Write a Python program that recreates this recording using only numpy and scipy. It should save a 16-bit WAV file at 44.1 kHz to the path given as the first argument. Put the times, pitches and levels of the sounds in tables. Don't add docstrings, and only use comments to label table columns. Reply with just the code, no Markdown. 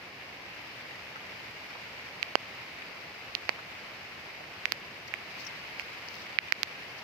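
import sys
import numpy as np
from scipy import signal
from scipy.io import wavfile
from scipy.ndimage import uniform_filter1d, minimum_filter1d

SR = 44100
rng = np.random.default_rng(int(sys.argv[2]) if len(sys.argv) > 2 else 0)


def master_out(mix):
    frames = np.transpose(np.atleast_2d(mix))
    ceiling = np.clip(frames, -1, 1)
    pcm = np.round(ceiling * 32767).astype(np.int16)
    wavfile.write(sys.argv[1], SR, pcm)


N = 310023


def gain_of(db):
    return 10 ** (np.asarray(db) / 20)


def unit_level(x):
    return x / np.sqrt(np.mean(x ** 2) + 1e-20)


def curve_at(points, hz):
    point_hz, value = np.transpose(points)
    return np.interp(np.log(hz + 1), np.log(point_hz + 1), value)


def add(mix, start_s, sound):
    part = mix[:, round(start_s * SR):][:, :sound.shape[1]]
    part += sound[:, :part.shape[1]]


def panned(x, lean_db):
    return gain_of([[lean_db / 2], [-lean_db / 2]]) * x


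def resonate(x, hz, width_hz):
    b, a = signal.iirpeak(min(hz, SR / 2 - 1), hz / width_hz, fs=SR)
    return signal.lfilter(b, a, signal.lfilter(b, a, x))


def splash(decay_s, size=1024):
    return rng.standard_normal(size) * np.exp(-np.arange(size) / SR / decay_s)


# time_s, relative_level_db
RAIN_STRENGTH = [(0.0, -51), (0.62, -48.5), (1.1, -48.5), (1.5, -48), (2.4, -48.4), (5.01, -49),
                 (5.42, -46.5), (6.23, -47.5), (6.52, -48), (6.89, -47.5), (7.03, -48)]


def rain_swell_db(t):
    time_s, level_db = np.transpose(RAIN_STRENGTH)
    return np.interp(t, time_s, level_db - np.median(level_db))


# pitch_hz, relative_level_db
WASH_TONE = [(20, 10.5), (45, -1.5), (110, 1), (250, -2.5), (700, -1), (1400, -3.5), (1750, -1), (2200, 2),
             (2850, -2), (3400, -10), (4900, -9), (6200, -19.5), (7600, -28), (9900, -33.5), (11400, -27),
             (12400, -30), (13450, -27), (14300, -25.5), (15600, -38)]
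# pitch_hz, left_minus_right_db
WASH_LEAN = [(60, -0.87), (110, -0.86), (200, -0.66), (380, -1.1), (700, -1.4), (1290, 1), (2380, 0.14),
             (4400, 2), (8120, 2), (15000, 0.7)]
# pitch_hz, likeness (0 unrelated, 1 the same)
WASH_LIKENESS = [(25, 0.85), (60, 1), (150, 0.97), (380, 0.93), (950, 0.48), (2380, 0.03), (5980, 0.01),
                 (15000, 0.01)]


def far_wash(level_db=-44.0, patchy_db=0.54, flicker_db=0.5, bass_share=0.11):
    slices, hz = N // 256 + 5, np.fft.rfftfreq(1024, 1 / SR)
    a, b, c, d, patches = rng.standard_normal((slices, 513, 5)).T
    left, unrelated = a + 1j * b, c + 1j * d
    likeness = np.clip(curve_at(WASH_LIKENESS, hz), -1, 1)[:, None]
    grid = np.array([left, likeness * left + np.sqrt(1 - likeness ** 2) * unrelated])
    patches = uniform_filter1d(patches, size=14, axis=0)
    patches = unit_level(uniform_filter1d(patches, size=6, axis=1))
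    flicker = unit_level(uniform_filter1d(rng.standard_normal(slices), size=4))
    swell_share = curve_at([(300, bass_share), (2000, 0.94)], hz)[:, None]
    swell_db = swell_share * (rain_swell_db(np.arange(slices) * 256 / SR) + flicker_db * flicker)
    tone_db = curve_at(WASH_TONE, hz)[:, None]
    grid *= gain_of(tone_db + patchy_db * patches + swell_db) / np.sqrt(1 + likeness)
    grid *= panned(1, curve_at(WASH_LEAN, hz)).reshape(2, -1, 1)
    hiss = signal.istft(grid, nperseg=1024, noverlap=768)[1][:, :N]
    return gain_of(level_db) * unit_level(hiss)


def leaf_patter(level_db, low_hz, high_hz, drops_per_s, spread_db, decay_s, leaves=36):
    out = np.zeros((2, N))
    for hz in np.geomspace(low_hz, high_hz, leaves):
        sizes = gain_of(spread_db * np.minimum(rng.exponential(1, N), 3))
        hits = sizes * (rng.random(N) < drops_per_s / leaves / SR)
        pat = np.array([unit_level(resonate(splash(decay_s), hz, 0.48 * hz)) for port in range(2)])
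        pat = panned(pat, rng.normal(0, 1.5))
        out += signal.oaconvolve(hits[None], pat, axes=1)[:, :N]
    return gain_of(level_db + rain_swell_db(np.arange(N) / SR)) * unit_level(out)


# start_s, relative_peak_db, left_minus_right_db, pitch_hz
LEAF_DRIPS = [(1.158, -29.5, 2, 1450), (1.751, -33.5, -4, 820), (2.786, -33, 1, 2080), (2.82, -31, 4, 2070),
              (3.589, -29, -3, 1360), (4.285, -36, -1, 950), (4.406, -36, -2, 620), (5.462, -31.5, 0, 1800),
              (5.636, -35, -2, 1250), (5.757, -36.5, -2, 645), (6.484, -28.5, 2, 2190)]


def heavy_drips(level_db=-2, decay_s=0.012, damping=0.74):
    out = np.zeros((2, N))
    for start_s, peak_db, lean_db, hz in LEAF_DRIPS:
        slap = np.array([resonate(splash(decay_s), hz, damping * hz) for port in range(2)])
        slap /= abs(slap).max()
        add(out, start_s, panned(gain_of(peak_db + level_db) * slap, lean_db))
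    return out


# start_s, gain_db, ring_hz,
# ring_width_hz, thud_db, upper_ring_db, tick_db (these three relative to the main ring),
# collapse_delay_s, collapse_share (0 to 1 of the first push)
CASING_TAPS = [(2.2286, 15.4, 2440, 980, -45, -2.5, -37, 0.000098, .68),
               (2.3545, 20.6, 2780, 850, 7.3, -6.3, -31, .00064, .72),
               (3.3513, 12.2, 2630, 1250, -40, -0.5, -30, 0.0003, 0.19),
               (3.4926, 21.8, 2230, 690, -7.8, -13.5, -40, .00068, .33),
               (4.6556, 17.4, 2300, 1150, -20, -4.5, -32, .00011, .77),
               (4.7213, 12.3, 2170, 1700, -11.5, 5, -14.5, .00011, 0.4),
               (5.1393, 13, 2250, 1100, -32, -30, -34, 0.00012, 0.92),
               (5.7968, 11.6, 2475, 1105, -45, -23, -31, 0.00013, 0.8),
               (6.3872, 28.4, 2230, 1040, -31, -11.5, -50, 0.000098, 0.49),
               (6.5232, 28.2, 2150, 950, -21.8, -6, -30.5, .00012, 0.55),
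               (6.6321, 16, 2350, 1850, -16, 6.5, -20, .00011, .5)]


def casing_taps(leak_db=-42, soft_hz=7500):
    out, n = np.zeros((2, N)), np.arange(512)
    landing = np.sinc(n)
    thud, tick = resonate(landing, 680, 1250), resonate(landing, 13000, 2700)
    for start_s, db, hz, width_hz, thud_db, upper_db, tick_db, collapse_s, collapse_share in CASING_TAPS:
        push = landing + min(collapse_share, 1) * np.sinc(n - collapse_s * SR)
        ring = resonate(push, hz, width_hz) - gain_of(upper_db) * resonate(push, 4525, 1530)
        body = signal.lfilter(*signal.butter(2, soft_hz, fs=SR), ring - gain_of(thud_db) * thud)
        add(out, start_s, gain_of([[db + leak_db], [db]]) * (body + gain_of(tick_db) * tick))
    return out


# middle_s, length_s, swish_db, pitch_hz, width_hz, sizzle_db
BRUSH_STROKES = [(5.081, 0.01, -43.5, 5200, 2200, -58), (5.412, 0.063, -44, 4670, 3000, -59),
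                 (5.453, 0.0092, -45, 5460, 2200, -60), (5.471, 0.013, -35.5, 5380, 1300, -61),
                 (5.472, .014, -43, 4500, 2600, -70), (5.803, 0.036, -46, 4900, 2700, -62),
                 (6.143, 0.1, -53, 4600, 3000, -62), (6.22, 0.094, -52.5, 4730, 3300, -74),
                 (6.989, 0.015, -44, 4840, 2350, -69)]


def soft_brushes(leak_db=-10, grain_db=2.5):
    out, t = np.zeros((2, N)), np.arange(N) / SR
    grains = unit_level(uniform_filter1d(rng.standard_normal(N), size=40))
    rub = rng.standard_normal((2, N)) * gain_of(grain_db * grains)
    sizzle = unit_level(resonate(rub, 14000, 4000))
    for middle_s, length_s, swish_db, hz, width_hz, sizzle_db in BRUSH_STROKES:
        swish = unit_level(resonate(resonate(rub, hz, width_hz), hz, width_hz))
        rise_and_fall = np.exp(-(2 * (t - middle_s) / length_s) ** 2)
        out += rise_and_fall * (gain_of(swish_db) * swish + gain_of(sizzle_db) * sizzle)
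    return out * gain_of([[0], [leak_db]])


# start_s, gain_db, pitch_hz
DROPLET_TICKS = [(6.0862, -1, 5050), (6.142, -11, 5050), (6.1545, -9.5, 5300)]


def droplet_ticks(width_hz=2200, leak_db=-18):
    out, push = np.zeros((2, N)), np.sinc(np.arange(256))
    for start_s, db, hz in DROPLET_TICKS:
        tick = resonate(resonate(push, hz, width_hz), hz, width_hz)
        add(out, start_s, gain_of([[db], [db + leak_db]]) * tick)
    return out


def scene():
    large_leaves = leaf_patter(level_db=-60, low_hz=450, high_hz=1400,
                               drops_per_s=70, spread_db=3, decay_s=0.003)
    small_leaves = leaf_patter(level_db=-52.5, low_hz=2110, high_hz=2310,
                               drops_per_s=160, spread_db=2, decay_s=0.0018)
    rain = far_wash() + large_leaves + small_leaves
    return rain + heavy_drips() + casing_taps() + soft_brushes() + droplet_ticks()


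def record(dry, low_cut_hz=78, high_cut_hz=15800, ceiling_db=-2.23, recovery_s=0.018):
    dry = signal.sosfilt(signal.butter(3, low_cut_hz, "highpass", fs=SR, output="sos"), dry)
    peak_db = 20 * np.log10(abs(dry).max(0) + 1e-9)
    allowed_db = np.minimum(ceiling_db - peak_db, 0)
    held_db = minimum_filter1d(allowed_db, size=1300, origin=130)
    keep = np.exp(-1 / (recovery_s * SR))
    eased_db = np.minimum(held_db, signal.lfilter([1 - keep], [1, -keep], held_db))
    limited = dry * gain_of(uniform_filter1d(eased_db, size=400))
    treble_cut = signal.firwin(511, high_cut_hz, window=("kaiser", 9), fs=SR)
    return signal.oaconvolve(limited, treble_cut[None], "same")


dry = scene()
out = record(dry)
master_out(out)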